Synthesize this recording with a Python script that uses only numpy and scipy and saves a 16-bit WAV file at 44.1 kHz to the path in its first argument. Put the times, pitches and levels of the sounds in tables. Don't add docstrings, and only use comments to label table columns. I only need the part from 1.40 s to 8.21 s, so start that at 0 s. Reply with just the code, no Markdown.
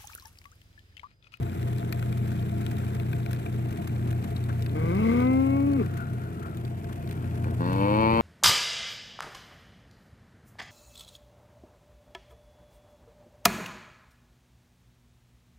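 import sys
import numpy as np
from scipy import signal
from scipy.fft import rfft, irfft, next_fast_len
from scipy.io import wavfile

SR = 44100
rng = np.random.default_rng(int(sys.argv[2]) if len(sys.argv) > 2 else 0)


def voltage_ratio(level):
    return 10 ** (np.asarray(level, float) / 20)


def master(y):
    cut = np.clip(np.atleast_2d(y).T, -1, 1)
    pcm = np.round(cut * 32767)
    wavfile.write(sys.argv[1], SR, pcm.astype(np.int16))


N = 300321

# time in seconds, pitch in Hz, effort in dB rms of the voice below 700 Hz,
# posture 0-2, mouth opening in dB, hoarseness 0-1.
MOO_HIGH = [(3.28, 145.2, -47, 0, -6, 0), (3.342, 152.9, -38, 0.41, -6, 0),
            (3.354, 153.6, -32, 0.12, -0.5, 0.7), (3.496, 167.9, -28, 0.21, 2, 0.49),
            (3.6, 212.3, -25.5, 0.72, 2, 0.85), (3.67, 229.4, -21, 0.47, -3, 0.94),
            (3.84, 251.3, -21, 0.51, 2, 0.55), (3.89, 259, -20, 0.67, -0.5, 0),
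            (4.16, 276, -22.5, 0.75, -0.5, 0.2), (4.298, 284, -21.5, 1.06, -6.5, 0.1),
            (4.36, 273.5, -23, 1.05, -2, 0), (4.4, 231, -22, 1.9, 10, 0.2),
            (4.418, 200, -24.5, 2.03, 6, 0.7), (4.43, 168.5, -39, 1.4, 3, 0.5),
            (4.46, 150, -36, 2.0, 4, 0.5)]
MOO_LOW = [(6.0, 66.9, -52, 0.3, -10, 0.022), (6.066, 75.34, -33, 0.02, -8.5, 0.05),
           (6.192, 83.77, -53, 0.02, -8, 0.05), (6.2, 85.5, -28.5, 0.02, -5, 0.5),
           (6.27, 90.15, -29.5, 0.31, -2, 0.79), (6.36, 96.14, -28.5, 0.7, -2, 0.8),
           (6.432, 99.24, -23.5, 1.17, -0.5, 0.44), (6.602, 110.2, -23.5, 1.3, 1.5, 0.25),
           (6.72, 113.6, -25, 1.58, 1.5, 0.41), (6.81, 115.7, -23, 1.14, 1.5, 0.52)]
# frequency in Hz, relative level in dB in postures 0, 1 and 2.
THROAT_HIGH = [(60, -37, -44, -40), (150, -2, 12, -10), (251, -1.5, 3.5, 14), (503, -0.5, -16, 3.5),
               (664, -18.5, -13, -37), (980, -16, -19, -37), (1135, -7, -20, -17), (1236, -14, -19.5, -25),
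               (1365, -35, -29, -41), (1540, -16, -43.5, -39), (1820, -39, -58, -47),
               (2065, -17, -27.5, -29), (2420, -22.5, -36, -28), (2540, -42, -28, -28),
               (2940, -40, -43, -55), (3370, -39, -75, -50), (5000, -49, -61, -60), (9000, -62, -66, -80)]
THROAT_LOW = [(40, -25, -36, -51), (104, -7.5, -15, -19), (200, 1.5, -2.5, 0), (324, -4.5, 4.5, -2),
              (385, -11, -18.5, -9), (517, -7.5, 5, -3.5), (747, -26, -22.5, -9), (870, -5, -1, 3),
              (1144, -6, -5.5, -6), (1290, -19, -18, -5), (1450, -9.5, -16, -32), (1670, -22, -25.5, -32),
              (1945, -23, -29.5, -25), (2090, -54, -42, -12), (2236, -29, -19.5, -17),
              (2440, -38, -26, -10), (2700, -27, -22.5, -28), (3000, -44, -32, -33), (3100, -46, -25, -26),
              (3340, -39, -43, -44), (3660, -27, -29, -32), (4140, -38, -41, -25), (4260, -29, -26.5, -29),
              (4800, -38, -42, -27), (5050, -45, -46, -65), (9000, -57, -48.5, -58)]
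BREATH_DB, BREATH_GAIN_DB = -28.5, 24
HALF_DB, HALF_GAIN_HIGH_DB, HALF_GAIN_LOW_DB = -43.5, 36, 3
# frequency in Hz, right port dB on top of SHADOW for the high cow, the low cow.
COW_SIDE = [(100, 0, 6), (298, 0, -0.5), (700, 0, -1), (1030, 2.5, 0), (1450, 3.5, 8.5), (2000, 2.5, 6.5),
            (2520, 2.5, 7), (3180, 1, 6), (4400, 8, 4)]
COW_LAG_SAMPLES = (5.15, 0.28)

# time in seconds, turns per second.
CRANK = [(0.0, 30.3), (0.5, 30.24), (1.25, 29.45), (1.5, 30.07), (2.0, 30.43), (2.5, 29.87), (3.0, 30.13),
         (3.25, 29.43), (4.0, 29.93), (4.5, 31.24), (5.0, 30.17), (5.5, 30.29), (6.5, 29.52), (6.81, 29.59)]
FIRING_TURNS = -0.04
# time in seconds, motor level in dB, lag of the right port in samples.
LISTENER_TURN = [(0, 1, 23.1), (1.5, 1, 22.6), (3, 0.58, 20.4), (4.2, 0.9, 20), (4.7, -1.9, 19.1),
                 (5.0, -2.5, 18.8), (5.6, -1.5, 17.5), (6.1, 0, 17), (6.81, 1, 17.7)]
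# multiple of crank speed, dB rms at motor level 0, polarity.
HUM = [(2, -53, -1), (3, -36.5, 1), (4.5, -59, -1), (5, -45, -1), (6, -64, 1), (6.5, -79, -1),
       (7, -44.5, 1), (8, -47.5, 1), (11, -49, 1), (13.5, -65, -1), (14, -57.5, -1)]
BOOM_DB, BOOM_FOLLOWS = -31, 1.3
# centre in seconds, depth in dB (negative lifts), half length in seconds.
BOOM_DIPS = [(.13, 23, 0.064), (0.43, 5, 0.081), (1.17, 2, 0.3), (2.406, 19, 0.12), (2.863, 14, 0.06),
             (3.703, 28, 0.066), (4.305, 5.5, 0.058), (4.89, 4, 0.12), (5.08, 10.5, 0.18), (5.44, 16, 0.11),
             (5.599, 16, 0.081), (5.745, 9, 0.046), (5.885, 5.5, 0.11), (6.625, -1, .08), (6.81, 24, 0.064)]
PIPE_HZ, PIPE_T60_S, PIPE_DB, SECOND_PUFF_DB = 688, 0.12, -48, 0.5
# frequency in Hz, relative drive in dB, t60 in seconds.
CASING = [(1470, 1.5, 0.01), (1770, 2, 0.0045), (2430, -1, 0.014), (3280, -14, 0.0088), (3590, 7.5, 0.0033),
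          (4430, 2.5, 0.0024), (8200, -3, 0.0023), (12100, -10, 0.019), (15100, -7, 0.014)]
# start in seconds, drive in dB, drive of the modes below 3 kHz in relative dB.
KNOCKS = [(0.1211, -50, -13), (0.383, -33, -18), (0.5251, -23.5, -7), (0.6257, -34.5, -3),
          (0.6845, -47, -9), (0.7256, -36, -10), (0.779, -40, -6), (0.9178, -40, -10), (0.9906, -47, -7),
          (1.096, -44, -9), (1.264, -32, -12), (1.3685, -45, -18), (1.5989, -39, 2.5), (1.7298, -30.5, -2),
          (1.8612, -35, -4), (1.931, -29, -11), (2.0616, -48, 8), (2.728, -37.5, -7), (2.9638, -38, -25),
          (3.0395, -34, -16), (3.223, -33.5, -21), (3.262, -33, -7), (3.802, -36, -8), (4.204, -40, -15),
          (4.334, -39, -5), (4.462, -37.5, -6), (5.1711, -32.5, -20), (5.25, -35, -20), (5.443, -40, -4),
          (5.6747, -35, -7), (5.7113, -29.5, -16), (6.0427, -42, -5)]
# frequency in Hz, dB per Hz at motor level 0 before chuffing.
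RUMBLE = [(30, -82), (60, -67), (100, -58.5), (160, -57.5), (250, -64.5), (400, -66.5), (520, -76.5),
          (800, -78), (1100, -82.5), (1450, -83.5), (2000, -91), (2600, -93.5), (3200, -94), (5000, -100)]
# frequency in Hz, relative level in dB.
HISS = [(2500, 16), (4000, 8), (5200, -11), (7800, 13.5), (9700, 1), (12000, 15), (14000, -2), (16000, -18)]
TREBLE_REF_DB, TREBLE_FOLLOWS, TREBLE_DB_PER_LAG = -63, 1, 0.78

# crest in seconds, resonance in Hz, dB rms at the crest.
FAR_CALLS = [(4.45, 1420, -49), (4.605, 1430, -39), (4.84, 1443, -45.5), (5.06, 1330, -40.5),
             (5.83, 1390, -46.5), (6.08, 1500, -49)]
FAR_RISE_DB_PER_S, FAR_FALL_DB_PER_S, FAR_T60_S = 127, 130, 0.024
# start in seconds, length in seconds, resonance in Hz, dB rms at the crest.
PLOPS = [(0.987, 0.015, 3270, -45.5), (1.365, 0.012, 3860, -48), (2.962, 0.012, 3940, -40.5),
         (3.089, 0.03, 1450, -35.5), (4.394, 0.083, 1204, -41.5), (5.492, 0.023, 1200, -43)]
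# frequency in Hz, dB against the left.
SHADOW = [(60, -1.5), (200, -1), (280, -4), (350, -1), (700, -3), (1200, -9), (2000, -5), (3100, -7.5),
          (3900, -9), (4900, -21), (6200, -24), (16000, -62)]
# frequency in Hz, dB on its own wash draw ahead of SHADOW.
UNLIKE = [(30, -4), (55, 2), (100, -12), (600, -4.5), (2000, 8.5), (5000, -0.5)]


def rms_one(x):
    return x / np.sqrt(np.mean(x ** 2) + 1e-20)


def in_time(rows):
    s, *columns = np.transpose(rows)
    return [np.interp(np.arange(N) / SR, s, c) for c in columns]


def at_hz(points, hz):
    corners_hz, level_db = np.array(points).T[:2]
    return np.interp(np.log(hz + 1), np.log(corners_hz), level_db)


def colour(x, points):
    size = next_fast_len(N + 8192)
    gain = voltage_ratio(at_hz(points, np.fft.rfftfreq(size, 1 / SR)))
    return irfft(rfft(x, size) * gain, size)[..., :N]


def highpass(x, cutoff_hz):
    return signal.sosfilt(signal.butter(2, cutoff_hz, "high", fs=SR, output="sos"), x)


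def drift(rate_hz):
    r = np.exp(-2 * np.pi * rate_hz * 40 / SR)
    slow = signal.lfilter([1], [1, -2 * r, r * r], rng.standard_normal(N // 40 + 2002))[2000:]
    return np.interp(np.arange(N) / 40, np.arange(len(slow)), rms_one(slow))


def ring(clicks, hz, t60_s):
    r, w = voltage_ratio(-60 / (t60_s * SR)), 2 * np.pi * hz / SR
    return signal.lfilter([0, np.sin(w)], [1, -2 * r * np.cos(w), r * r], clicks + 1e-18)


def causal(hz, level_db):
    cepstrum = irfft(np.log(voltage_ratio(at_hz(np.c_[hz, level_db], np.arange(2049) * 5))))
    cepstrum[1:2048] *= 2
    cepstrum[2049:] = 0
    return rfft(cepstrum)


def moo(rows, throat, half_gain_db):
    span = slice(round(rows[0][0] * SR), min(N, round(rows[-1][0] * SR)))
    pitch_hz, effort_db, posture, mouth_db, hoarse = (c[span] for c in in_time(rows))
    half_db = HALF_DB + half_gain_db * hoarse
    breath_db = BREATH_DB + BREATH_GAIN_DB * hoarse
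    jitter = (0.002 + 0.012 * hoarse ** 2) * drift(60.0)[span]
    cycles = np.cumsum(pitch_hz * (1 + jitter)) / SR

    corners_hz, *postures_db = np.transpose(throat)
    shares = [np.maximum(0, 1 - abs(posture.clip(0, 2) - p)) for p in range(3)]
    shapes = [causal(corners_hz, db) for db in postures_db]
    grid_hz = np.arange(2049) * 5
    voice, power = 0, 0
    for k in range(1, int(12000 / pitch_hz.min())):
        hz = k * pitch_hz / 2
        opened = np.clip(np.log2(hz / 500), 0, 1)
        shape = sum(share * np.interp(hz, grid_hz, s) for share, s in zip(shares, shapes))
        line_db = half_db * (k % 2) * (2 - 0.45 * opened)
        gain = np.exp(shape.real) * voltage_ratio(opened * mouth_db + line_db) * (hz < 6000)
        voice = voice + gain * np.cos(np.pi * k * cycles + shape.imag)
        power = power + gain ** 2 * (hz < 700) / 2

    tilt_db = 5.5 * np.log2(corners_hz)
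    airs = [rms_one(colour(rng.standard_normal(N), np.c_[corners_hz, db + tilt_db]))[span]
            for db in postures_db]
    breath = sum(share * air for share, air in zip(shares, airs))
    breath = breath * voltage_ratio(breath_db + mouth_db) * (1 + 0.45 * np.sin(2 * np.pi * cycles))
    out = np.zeros(N)
    out[span] = (voice / np.sqrt(power) + breath) * voltage_ratio(effort_db + 0.45 * drift(44.0)[span])
    return out


def shore_echoes(x):
    out = x.copy()
    treble = highpass(x, 1600.0)
    for lag in (rng.uniform(0.0015, 0.008, 5) * SR).astype(int):
        out[lag:] += treble[:-lag] * voltage_ratio(-14.0) * rng.choice([-1, 1])
    for lag in (rng.uniform(0.02, 0.25, 14) * SR).astype(int):
        out[lag:] += x[:-lag] * voltage_ratio(-23.0 - 50.0 * lag / SR) * rng.choice([-1, 1])
    return out


def hum(turns, motor_db):
    t = np.arange(N) / SR
    dips_db = sum(depth_db * np.maximum(0, 1 - abs(t - s) / half_s) for s, depth_db, half_s in BOOM_DIPS)
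    boom_db = BOOM_DB + BOOM_FOLLOWS * motor_db - dips_db + 1.35 * drift(5.5)
    out = np.sqrt(2) * voltage_ratio(boom_db) * np.cos(2 * np.pi * 4 * turns)
    for multiple, level_db, sign in HUM:
        wobble_rad = 0.04 * multiple * drift(2.0)
        height = np.sqrt(2) * voltage_ratio(level_db + motor_db + 2.0 * drift(0.8))
        out += np.sign(sign) * height * np.cos(np.pi * round(2 * multiple) * turns + wobble_rad)
    return out


def pipe(turns, motor_db):
    broad = np.exp(1.0 * (np.cos(np.pi * (turns - 0.5)) - 1))
    short = np.exp(7.1 * (np.cos(np.pi * (turns - 1.8)) - 1))
    puffs = broad + voltage_ratio(SECOND_PUFF_DB) * short
    blown = ring(puffs * rng.standard_normal(N), PIPE_HZ, PIPE_T60_S)
    return voltage_ratio(PIPE_DB + motor_db) * rms_one(blown)


def knocks(turns, treble_db):
    fired = np.flatnonzero(np.diff(np.floor(turns)) > 0)
    loose = rng.integers(0, N, 250)
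    chance = np.minimum(rng.exponential(1, len(fired)), 2.5)
    even = np.floor(turns[fired]) % 2 == 0
    fired_db = treble_db[fired] + 15.0 + 2.0 * chance - 0.47 * even
    loose_db = treble_db[loose] + 8.5 + 2.0 * np.minimum(rng.exponential(1, len(loose)), 1.8)
    small_db = np.r_[fired_db, loose_db]

    loud_s, loud_db, loud_low_db = np.transpose(KNOCKS)
    at = np.r_[fired + rng.integers(-90, 90, len(fired)), loose, np.round(loud_s * SR).astype(int)]
    at = at.clip(0, N - 1)
    top_db = np.r_[small_db, loud_db]
    low_db = np.r_[np.full(len(small_db), -4.0), loud_low_db]

    rattle = np.exp(-np.arange(400) / (0.0028 * SR))
    clicks = np.zeros(N)
    clicks[at] = voltage_ratio(top_db - 1.1)
    crack = signal.oaconvolve(clicks, rattle ** 4.3)[:N] * rng.standard_normal(N)
    out = highpass(crack, 3000.0)
    for hz, level_db, t60_s in CASING:
        spread_db = rng.normal(0, 3.64, len(at))
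        clicks[at] = voltage_ratio(top_db + level_db - 25.0 + (low_db + 10.5) * (hz < 3000) + spread_db)
        shaken = signal.oaconvolve(clicks, rattle)[:N] * rng.standard_normal(N)
        out += ring(shaken, hz, t60_s)
    return out


def wash(turns, motor_db, treble_db):
    rumble = colour(rng.standard_normal((2, N)), RUMBLE) * np.sqrt(SR / 2)
    rumble = rumble * voltage_ratio(motor_db + 1.0 * drift(14.0))
    upper = highpass(rumble, 1100.0)
    depth_db = 2.0 * (-0.5 + 2.3 * drift(28.0))
    chuff = voltage_ratio(depth_db * np.cos(2 * np.pi * (turns - 0.02)) + 1.67 * drift(75.0))
    swell_db = 2.8 * np.cos(2 * np.pi * (turns - 0.8)) + 1.0 * drift(25.0)
    hiss = rms_one(colour(rng.standard_normal((2, N)), HISS)) * voltage_ratio(treble_db + 4.5 + swell_db)
    return rumble + upper * (chuff - 1) + hiss


def plops():
    t, out = np.arange(N) / SR, np.zeros(N)
    for start_s, length_s, hz, level_db in PLOPS:
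        shape = np.sin(np.pi * np.sqrt(np.clip((t - start_s) / length_s, 0, 1)))
        out += voltage_ratio(level_db) * shape * rms_one(ring(rng.standard_normal(N), hz, 0.0068))
    return out


def far_calls():
    t, out = np.arange(N) / SR, np.zeros(N)
    for crest_s, hz, level_db in FAR_CALLS:
        slope_db_per_s = np.where(t < crest_s, FAR_RISE_DB_PER_S, FAR_FALL_DB_PER_S)
        envelope = voltage_ratio(level_db - slope_db_per_s * abs(t - crest_s))
        out += envelope * rms_one(ring(rng.standard_normal(N), hz, FAR_T60_S))
    return out


def scene():
    turns = np.cumsum(in_time(CRANK)[0]) / SR - FIRING_TURNS
    motor_db, lag = in_time(LISTENER_TURN)
    treble_db = TREBLE_REF_DB + TREBLE_FOLLOWS * motor_db + TREBLE_DB_PER_LAG * (lag - lag.mean())
    cows = [moo(MOO_HIGH, THROAT_HIGH, HALF_GAIN_HIGH_DB), moo(MOO_LOW, THROAT_LOW, HALF_GAIN_LOW_DB)]
    noise = wash(turns, motor_db, treble_db)
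    motor = hum(turns, motor_db) + pipe(turns, motor_db) + knocks(turns, treble_db)
    near = motor + noise[0] + plops() + far_calls()

    now = np.arange(N)
    late = np.interp(now - lag, now, near)
    hz, *sides_db = np.transpose(COW_SIDE)
    for cow, extra, side_db in zip(cows, COW_LAG_SAMPLES, sides_db):
        late_cow = np.interp(now - lag - extra, now, shore_echoes(cow))
        late += colour(late_cow, np.c_[hz, side_db])
    left = near + shore_echoes(sum(cows))
    right = colour(late + colour(noise[1], UNLIKE), SHADOW)
    return np.array([left, right])


def band_limit(x):
    return signal.sosfilt(signal.butter(12, 16230, fs=SR, output="sos"), x)


def record(dry):
    noisy = dry + voltage_ratio(-78) * rng.standard_normal(dry.shape)
    top_cut = signal.cheby2(12, 60, 16230.4, fs=SR, output="sos")
    mix = signal.sosfilt(top_cut, noisy)
    return band_limit(mix)


dry = scene()
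out = record(dry)
master(out)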